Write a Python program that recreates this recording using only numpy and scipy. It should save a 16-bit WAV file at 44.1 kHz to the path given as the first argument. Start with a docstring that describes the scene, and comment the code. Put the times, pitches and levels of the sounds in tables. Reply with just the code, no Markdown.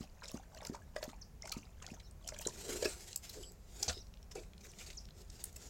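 """A faint outdoor rumble and leaf hiss lie under a big dog lapping water: fizz, crackling smacks and
gliding cavity tones for the gulps. Small birds chirp from time to time as swept sines. Then the dog
snuffles (filtered noise in puffs), slaps its wet jowls (low damped tones), whistles through wet nose
and lips (narrow-band noise), and licks its chops with soft smacks and sticky bubble ticks.
A house wall echoes, and a short decaying tail of scattered sound follows."""
import sys
import numpy as np
from scipy import signal
from scipy.fft import rfft, irfft, next_fast_len
from scipy.io import wavfile
from scipy.ndimage import map_coordinates

SR = 44100
rng = np.random.default_rng(int(sys.argv[2]) if len(sys.argv) > 2 else 0)


def generate_wav(signal):
    """Clip the signal to [-1, 1] and save it as 16-bit WAV at the path in sys.argv[1]."""
    frames = np.transpose(np.atleast_2d(signal))
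    scaled = np.clip(frames, -1, 1) * 32767
    pcm = np.round(scaled).astype(np.int16)
    wavfile.write(sys.argv[1], SR, pcm)


N = 250929
TOP_HZ = 16150  # upper band limit

# Laps, each stirring the water and ending in a gulp:
# gulp t/s, stirring lead before it t/s, slosh level/dB, gulp f/Hz, gulp peak level/dB
LAPS = [(.0075, 0.011, -62.5, 193, -34), (.3435, 0.12, -61, 223, -31.5), (0.6975, 0.14, -60, 237, -31.5),
        (1.079, 0.1, -63, 239, -38.5), (1.567, .115, -59.5, 213, -34), (1.918, 0.095, -63, 212, -38.5),
        (2.465, 0.21, -59.5, 422, -30)]


def amp(db):
    """Logarithmic level: decibels to an amplitude ratio."""
    return 10 ** (np.asarray(db) / 20)


def unit(x):
    """Effective value: scale a signal to rms 1."""
    return x / np.sqrt(np.mean(x ** 2) + 1e-20)


def clock(seconds):
    """Uniform sampling: sample times from zero."""
    return np.arange(int(seconds * SR)) / SR


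def wobble(rate):
    """Band-limited fluctuation: a smooth random curve with rate knots a second."""
    knots = rng.standard_normal(int(N * rate / SR) + 4)
    return map_coordinates(knots, [np.arange(N) * rate / SR])


def add(track, s, sound):
    """Superposition: mix a sound into the track at time s."""
    part = track[max(0, round(s * SR)):][:len(sound)]
    part += sound[:len(part)]


def colour(x, points):
    """Minimum-phase filtering: a causal response through (f/Hz, level/dB) points, by folded cepstrum."""
    m = 2 * next_fast_len(len(x))
    hz, db = np.transpose(points)
    log_hz = np.log(np.fft.rfftfreq(m, 1 / SR) + 1)
    response_db = np.interp(log_hz, np.log(hz), db)
    cepstrum = irfft(np.log(amp(response_db)))
    cepstrum[1:m // 2] *= 2
    cepstrum[m // 2 + 1:] = 0
    return irfft(rfft(x, m) * np.exp(rfft(cepstrum)), m)[:len(x)]


def patchy(x, depth_db, width_hz, seconds):
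    """Time-varying resonance: a random gain field over time and frequency, as wet passages change shape."""
    z = signal.stft(x, nperseg=512)[2]
    band, frame = np.indices(z.shape, dtype=float)
    band = band * SR / 512 / width_hz
    frame = frame * 256 / SR / seconds
    field = map_coordinates(rng.standard_normal((260, 600)), [band, frame], order=1, mode="wrap")
    return signal.istft(z * amp(depth_db * unit(field)), nperseg=512)[1][:len(x)]


def crackle(size, rate, hiss):
    """Shot noise: tiny films of water burst at random, rate a second, over a smooth hiss."""
    pops = (rng.random(size) < rate / SR) * rng.standard_normal(size)
    return unit(pops) + hiss * rng.standard_normal(size)


def ring(hz, t60, glide, onset_cycles):
    """Damped resonance: a cavity tone rises, glide octaves per t60, as the cavity shrinks."""
    t = clock(1.5 * t60)
    phase = 2 * np.pi * np.cumsum(hz * 2 ** (glide * t / t60)) / SR
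    shape = amp(-60 * t / t60) * (1 - np.exp(-t * hz / onset_cycles))
    return np.sin(phase) * shape / shape.max()


def droplets(rise, hz, spread, cycles, rate, size=24):
    """Bubble resonance: a cluster of tiny bubbles rings at scattered pitches (spread in octaves)."""
    delay = rng.triangular(.2, .9, 2.4, size)  # in rise times
    cloud = np.column_stack([delay, rng.standard_normal(size), rng.uniform(.73, 1, size)])
    when, high, strength = cloud[:2 + int(rate * rise)].T[..., None]
    pitch = np.minimum(hz * 2 ** (spread * high), TOP_HZ)
    age = np.maximum(clock(.04) - rise * when, 0) * pitch  # in cycles
    decay = np.exp(-np.log(1000) * age / cycles)  # down 60 dB after this many cycles
    shape = decay * (1 - np.exp(-age))
    return unit(np.sum(strength * np.sqrt(pitch / hz) * np.sin(2 * np.pi * age) * shape, axis=0))


def swell(crest, rise, hold, fall):
    """Exponential growth and decay: 20 dB per rise or fall time, with gain 1 from crest through hold."""
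    t = np.arange(N) / SR - crest
    return 10 ** np.maximum(np.minimum(t / rise, 0) + np.minimum((hold - t) / fall, 0), -10)


def garden(rumble_db=-55.5, leaves_db=-69.5):
    """Spectral shaping of white noise: a distant, slowly varying rumble and a faint leaf hiss."""
    # distant rumble spectrum: f/Hz, relative level/dB
    rumble_spectrum = [(12, -31), (20, -2.5), (35, -2.5), (52, 1), (66, -3.5), (90, -5.5), (120, -14.5),
                       (152, -12), (200, -14.5), (290, -26), (420, -25.5), (700, -40), (1500, -73)]
    # leaf hiss spectrum: f/Hz, relative level/dB
    leaf_spectrum = [(200, -21.5), (450, -3.5), (650, -1), (1050, -7.5), (1500, -10.5), (2500, -13.5),
                     (3500, -18.5), (5000, -16), (6900, -14), (8400, -21), (12000, -21), (16000, -20.5)]
    rumble = unit(colour(rng.standard_normal(N), rumble_spectrum))
    rumble = amp(rumble_db + 1.1 * wobble(2.93)) * rumble
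    return rumble + amp(leaves_db) * unit(colour(rng.standard_normal(N), leaf_spectrum))


def slosh(count=1000):
    """Bubble entrainment: stirred water fizzes and sheds many short-lived bubbles of all sizes."""
    # stirred water spectrum: f/Hz, relative level/dB
    water_spectrum = [(300, -21.5), (600, 27), (1000, -14), (2000, 1), (4000, 1), (7000, 13.5), (9000, 0),
                      (15000, -13)]
    rise_s, linger_s, fall_s = 0.048, 0.005, .17  # rise and fall span 20 dB
    stir = sum(amp(db) * swell(s - lead, rise_s, lead + linger_s, fall_s) for s, lead, db, _, _ in LAPS)
    drink_s = LAPS[-1][0] + fall_s
    bubbles = np.zeros(N)
    for when, size, strength in rng.random((count, 3)):
        hz = 600 * 15 ** size
        bubble = ring(hz, 18 / hz + .006, .08, onset_cycles=.5)
        add(bubbles, when * drink_s, strength ** 3 * bubble)
    fizz = colour(crackle(N, rate=790, hiss=1.0), water_spectrum) * amp(4.7 * wobble(90))
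    fizz = unit(patchy(fizz, depth_db=4.5, width_hz=450, seconds=.012))
    return stir * unit(fizz + 1.2 * unit(bubbles))


def soft_contacts(start, length, db, count):
    """Random scatter: rows for small contacts spread loosely over one stroke of the tongue."""
    rise_s, centre_hz = .0052, 5160
    mouth_db, spray_db, scatter_db = -5.5, -10.5, 2.5  # mouth and spray against squelch; chance spread
    times = start + length * (np.arange(count) + rng.random(count)) / count
    slow, high, squelch, mouth, spray = rng.standard_normal((count, 5)).T
    return np.column_stack([
        times,
        rise_s * 2 ** (.45 * slow),
        db + scatter_db * squelch,
        centre_hz * 2 ** np.clip(0.24 * high, -.5, .5),
        db + mouth_db + scatter_db * mouth,
        db + spray_db + scatter_db * spray])


def contacts(lap_db=1, after_s=0.029):
    """Impact sequence: the loud smacks, and the soft ones that go with every lap and lick."""
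    # loudest wet contacts of tongue, water and lips, levels before the trims in smacks():
    # t/s, rise t/s, squelch level/dB, squelch f/Hz, mouth level/dB, spray level/dB
    loud_contacts = [(.2295, 0.0069, -50.5, 5200, -52, -75), (.2545, 0.0016, -46, 4050, -56, -75),
                     (.279, 0.0049, -47, 5300, -79, -66), (.315, 0.0017, -49.5, 6600, -64, -50),
                     (.3695, .0025, -50.5, 6400, -66, -80), (.546, 0.0022, -53, 4800, -57, -65),
                     (.6485, 0.0025, -44, 4020, -50.5, -53), (.6665, 0.0031, -42, 6850, -61, -58),
                     (.745, 0.0052, -54.5, 5720, -54, -75), (.958, 0.0051, -48.5, 5200, -44, -63),
                     (1.0265, .003, -42.5, 4250, -46.5, -59), (1.0355, 0.0051, -48, 6200, -51, -53),
                     (1.421, 0.0019, -42, 5880, -76, -78), (1.4515, 0.0043, -50.5, 4800, -51.5, -72),
                     (1.4715, 0.0026, -48, 6240, -72, -61), (1.494, .001, -40, 6060, -70, -80),
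                     (1.518, .0044, -38, 4450, -52, -45), (1.8205, 0.0048, -51, 5860, -53, -83),
                     (1.864, 0.0018, -42.5, 3800, -62, -72), (1.995, 0.0066, -56, 2750, -70, -83),
                     (2.1105, 0.00091, -54, 8600, -80, -72), (2.2735, 0.0037, -41.5, 6300, -77, -52),
                     (2.285, 0.0041, -39.5, 6100, -49, -60), (2.3865, 0.0026, -42, 6500, -77, -52),
                     (2.407, 0.008, -49.5, 7000, -60, -51), (2.451, 0.0047, -48.5, 3780, -77, -55),
                     (2.4685, 0.003, -30.5, 7770, -52, -59), (2.821, 0.0064, -40.5, 5330, -40.5, -56),
                     (2.8415, 0.0059, -39.5, 4800, -45, -53), (2.851, 0.005, -36.5, 5120, -36.5, -49),
                     (3.1295, 0.00087, -39.5, 5500, -75, -70), (3.159, .0016, -30, 7900, -75, -36),
                     (3.292, 0.0052, -46.5, 5300, -66, -52.5), (3.519, 0.00133, -57, 7150, -76, -56),
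                     (3.8265, 0.0032, -28, 6200, -61, -44), (3.878, 0.0073, -33.5, 4560, -42, -66),
                     (3.888, 0.008, -38, 4100, -42.5, -68), (4.2279, 0.00069, -52, 4120, -76, -68),
                     (4.3095, 0.0073, -52, 5800, -58.5, -68), (4.3505, 0.0046, -49.5, 7700, -57, -66),
                     (4.644, 0.0073, -59.5, 5700, -58, -62), (4.899, 0.0056, -51, 3800, -54.5, -66),
                     (5.2985, 0.003, -51.5, 5200, -81, -81), (5.4385, 0.0024, -37, 8800, -60, -37),
                     (5.5585, .0054, -48.5, 6560, -58.5, -53)]
    # tongue strokes round the chops: t/s, length t/s, contact level/dB before scatter and trims
    lick_strokes = [(3.222, 0.22, -55), (3.893, .03, -52), (4.35, 0.048, -65), (4.599, .07, -59.5),
                    (4.751, 0.19, -58), (5.189, 0.14, -70.5)]
    lapping = [soft_contacts(s - lead, lead + after_s, db + lap_db, count=6) for s, lead, db, _, _ in LAPS]
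    licking = [soft_contacts(s, length, db, count=4) for s, length, db in lick_strokes]
    return np.vstack([loud_contacts, *lapping, *licking])


def smacks(squelch_db=-1, mouth_db=-1, spray_db=-1, width=1.204, tail_db=-24):
    """Transient excitation of resonances: brief crackle and droplets sound lips, hollow mouth and spray."""
    # hollow mouth spectrum: f/Hz, relative level/dB
    mouth_spectrum = [(250, -5), (550, 13), (900, -6.5), (1700, -2.5), (2500, 6), (4000, -0.5), (8000, -59)]
    # fine spray spectrum: f/Hz, relative level/dB
    spray_spectrum = [(6000, -21.5), (8500, -10), (10000, -10.5), (11500, -4), (15500, -9.5)]
    out = np.zeros(N)
    for s, rise, db, hz, low_db, top_db in contacts():
        u = clock(.04) / rise
        shape = u * np.exp(-u * u / 2) + amp(tail_db) * np.minimum(u, 1) * np.exp(-u / 3)
        squelch = [(900, -40), (hz / width ** 2, -9), (hz / width, -4), (hz, 0),
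                   (max(hz + 100, 7800), -4), (10500, -22), (16000, -36)]
        parts = [(squelch, hz, db + squelch_db),
                 (mouth_spectrum, 1450, low_db + mouth_db),
                 (spray_spectrum, 11500, top_db + spray_db)]
        for points, centre, level in parts:
            film = colour(shape * crackle(len(u), rate=2500, hiss=0.53), points)
            drops = colour(droplets(rise, centre, spread=.45, cycles=32, rate=1400), points)
            # lips and tongue enclose a new cavity each time, with its own resonances
            cavity = np.column_stack([np.geomspace(500, 16000, 26), 4 * rng.standard_normal(26)])
            burst = unit(colour(unit(film) + unit(drops), cavity))
            add(out, s, amp(level) * burst * np.sqrt(1.53 / u[-1]))  # rms refers to 1.53 rise times
    return out


def pockets():
    """Cavity resonance: gulps, clops, plops and jowl slaps as damped tones that glide upward."""
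    # air pockets ringing in the water or under the lips: t/s, f/Hz, peak level/dB, t60/s
    air_pockets = [(.397, 770, -49, 0.041), (0.723, 388, -46.5, 0.054), (0.747, 914, -37.5, 0.016),
                   (0.818, 1640, -58, 0.057), (1.132, 826, -47.5, 0.025), (1.43, 2070, -49, .049),
                   (1.518, 4200, -35, 0.025), (1.521, 2310, -41.5, .03), (1.525, 1240, -47, 0.055),
                   (2.451, 3920, -38.5, 0.037), (2.484, 975, -45.5, 0.036), (2.8256, 476, -28.5, 0.032),
                   (2.854, 1660, -36.5, .04), (2.8554, 386, -25.5, 0.028), (3.829, 804, -45, 0.071),
                   (3.88, 745, -37.5, 0.029), (3.97, 380, -44.5, 0.018), (4.3565, 446, -40.5, .025),
                   (4.3565, 760, -47.5, .075)]
    # loose jowls slapping shut: t/s, f/Hz, peak level/dB, t60/s
    jowl_slaps = [(3.880, 77, -38.5, 0.11), (3.89, 182, -42, 0.034)]
    # tongue strikes that make the open mouth ring hollow: t/s, level/dB
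    clop_strikes = [(.62, -45.5), (.65, -47), (.9625, -31.5), (1.028, -34.5), (2.322, -40), (2.395, -46.5),
                    (2.828, -37), (2.855, -30.5)]
    # open-mouth modes: f/Hz, level against the strike/dB, t60/s
    mouth_modes = [(587.3, -1, 0.047), (1600, -11, 0.018)]
    gulp_t60, glide = .016, 0.18  # s, octaves per t60
    gulps = [(s, hz, db, gulp_t60) for s, _, _, hz, db in LAPS]
    clops = [(s, hz, db + mode_db, t60) for s, db in clop_strikes for hz, mode_db, t60 in mouth_modes]
    out = np.zeros(N)
    for s, hz, db, t60 in gulps + clops + air_pockets + jowl_slaps:
        add(out, s, amp(db) * ring(hz, t60, glide, onset_cycles=0.34))
    return out


def birds():
    """Frequency modulation: short chirps glide along a parabola, slightly husky from random pitch jitter."""
    # bird notes: t/s, length t/s, start f/Hz, middle f/Hz, end f/Hz, peak level/dB
    bird_notes = [(1.212, 0.02, 6740, 5460, 4260, -47.5), (2.022, 0.071, 5700, 5400, 7000, -64),
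                  (2.038, 0.054, 4760, 4050, 3480, -68), (3.983, 0.015, 6300, 6200, 5600, -59),
                  (3.997, 0.034, 5050, 5640, 3550, -54), (4.682, 0.035, 5060, 6040, 4000, -57),
                  (4.968, 0.025, 7460, 5500, 4700, -43)]
    out = np.zeros(N)
    for s, length, start, middle, end, db in bird_notes:
        u = clock(length) / length
        hz = np.polyval(np.polyfit([0, .5, 1], [start, middle, end], 2), u)
        hz = hz * (1 + .03 * wobble(1500)[:len(u)])
        add(out, s, amp(db) * np.sin(np.pi * u) * np.sin(2 * np.pi * np.cumsum(hz) / SR))
    return out


def snuffle(spit_db=-10):
    """Turbulent flow noise: air hisses in the nostrils, crackles in saliva and flutters in the jowls."""
    # puffs of air, rise and fall spanning 20 dB:
    # crest t/s, rise t/s, hold t/s, fall t/s, nostril hiss level/dB, jowl flutter level/dB
    air_puffs = [(2.58, 0.18, 0.035, 0.17, -52.5, -61), (2.706, 0.13, 0.018, .22, -44, -46.5),
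                 (2.829, 0.11, 0.091, .22, -50.5, -66), (3.006, 0.11, .13, 0.045, -58, -71.5),
                 (3.232, 0.027, 0.073, 0.1, -57, -73.5), (3.363, .06, 0.038, .18, -59, -59),
                 (3.82, 0.14, 0.048, 0.15, -49.5, -59.5), (4.362, 0.02, 0.012, .12, -57.5, -55),
                 (4.65, 0.11, 0.041, 0.18, -65.5, -69), (4.808, 0.11, 0.018, 0.26, -56, -69),
                 (5.184, 0.07, 0.035, 0.054, -62.5, -69.5), (5.325, 0.053, 0.17, 0.15, -63, -72),
                 (5.623, 0.086, 0.045, .1, -56.5, -64.5)]
    # nostril spectrum: f/Hz, relative level/dB
    nostril_spectrum = [(410, -27.5), (700, 4), (934, -1.5), (1040, -8.5), (1400, 0), (1580, -2.5),
                        (1770, 0), (3200, 0), (5060, 4.5), (5610, 3.5), (7290, 7.5), (9990, -7.5),
                        (11500, -4.5), (16000, -13)]
    # jowl flutter spectrum: f/Hz, relative level/dB
    jowl_spectrum = [(120, -37), (260, -3), (400, 7), (560, -2), (800, -19), (1500, -18.5), (3000, -61)]
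    jowl_steepness = 1.08  # jowl flutter level in dB per dB of flow
    flow = np.array([swell(*row[:4]) for row in air_puffs])
    hiss_gain, jowl_gain = amp(np.array(air_puffs)[:, -2:].T[..., None])
    # puffs overlap as independent noises: their powers add
    nose_envelope = np.linalg.norm(hiss_gain * flow, axis=0)
    jowl_envelope = np.linalg.norm(jowl_gain * flow ** jowl_steepness, axis=0)
    hiss = unit(colour(rng.standard_normal(N), nostril_spectrum)) * amp(2.5 * wobble(60))
    spit = unit(colour(crackle(N, rate=260, hiss=.05), nostril_spectrum))
    air = unit(patchy(hiss + amp(spit_db) * spit, depth_db=2.5, width_hz=200, seconds=.08))
    flutter = unit(colour(rng.standard_normal(N), jowl_spectrum)) * amp(2.5 * wobble(70))
    return nose_envelope * air + jowl_envelope * flutter


def whistles():
    """Noise-driven resonance: airflow sounds a narrow band for a moment; saliva makes it sputter."""
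    # air and saliva squeezed through wet nose and lips: t/s, length t/s, f/Hz, width f/Hz, level/dB
    wet_whistles = [(3.346, .19, 7750, 220, -64.5), (3.365, .15, 11300, 700, -75),
                    (3.388, .13, 4870, 600, -65), (3.43, 0.018, 3130, 398, -56.5),
                    (3.886, 0.028, 1370, 400, -51), (3.901, 0.12, 3860, 450, -63),
                    (3.914, 0.095, 5150, 400, -58.5), (4.355, 0.063, 433, 236, -57),
                    (4.358, .036, 2460, 300, -60.5), (4.798, 0.033, 2520, 586, -58.5),
                    (4.854, 0.069, 2440, 547, -68)]
    out = np.zeros(N)
    for s, length, hz, width_hz, db in wet_whistles:
        size = int(length * SR)
        edges = [hz - width_hz / 2, hz + width_hz / 2]
        band = signal.butter(2, edges, "bandpass", fs=SR, output="sos")
        tone = signal.sosfilt(band, crackle(size, rate=500, hiss=.8))
        add(out, s, amp(db) * unit(tone * signal.windows.tukey(size, .5)))
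    return out


def saliva(level_db=-77, count=20):
    """Bubble bursts at random times: faint sticky ticks while the tongue works round the lips."""
    out = np.zeros(N)
    start, end = 3.95, 5.55  # s
    for when, size, strength in rng.random((count, 3)):
        tick = droplets(.0015, 3000 * 2.5 ** size, spread=.4, cycles=14, rate=5000)
        add(out, start + when * (end - start), amp(level_db + 6.4 * (strength + 0.5)) * tick)
    return out


def yard(x, wall_db, tail_db, t60):
    """Reflection and scattering: the house wall returns one clear echo; paving and hedge a short tail."""
    wall_delay = .0141  # s
    echo = np.zeros(N)
    add(echo, wall_delay, colour(x, [(500, -2.0), (2000, -8.5), (8000, -4.5)]))
    t = clock(.35)
    tail = rng.standard_normal(len(t)) * amp(-60 * t / t60) * (1 - np.exp(-t / 0.0086))
    scatter = signal.fftconvolve(x, tail / np.linalg.norm(tail))[:N]
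    scatter = colour(scatter, [(600, 3.5), (5000, -4.5), (14000, -4.0)])
    return x + amp(wall_db) * echo + amp(tail_db) * scatter


def scene():
    """Superposition of sources: the dog near the wall, birds farther off, the garden all round."""
    water = smacks() + pockets() + slosh()
    mouth_and_nose = snuffle() + whistles() + saliva()
    dog = yard(water + mouth_and_nose, wall_db=-10.0, tail_db=-11, t60=0.12)
    far_birds = yard(birds(), wall_db=-11, tail_db=-5.5, t60=0.2)
    return (dog + far_birds + garden())[None]


def record(dry):
    """Band limitation: a sharp low-pass keeps nothing above TOP_HZ."""
    m = next_fast_len(N + SR // 2)
    passed = np.fft.rfftfreq(m, 1 / SR) < TOP_HZ
    return irfft(rfft(dry, m) * passed, m)[..., :N]


dry = scene()
out = record(dry)
generate_wav(out)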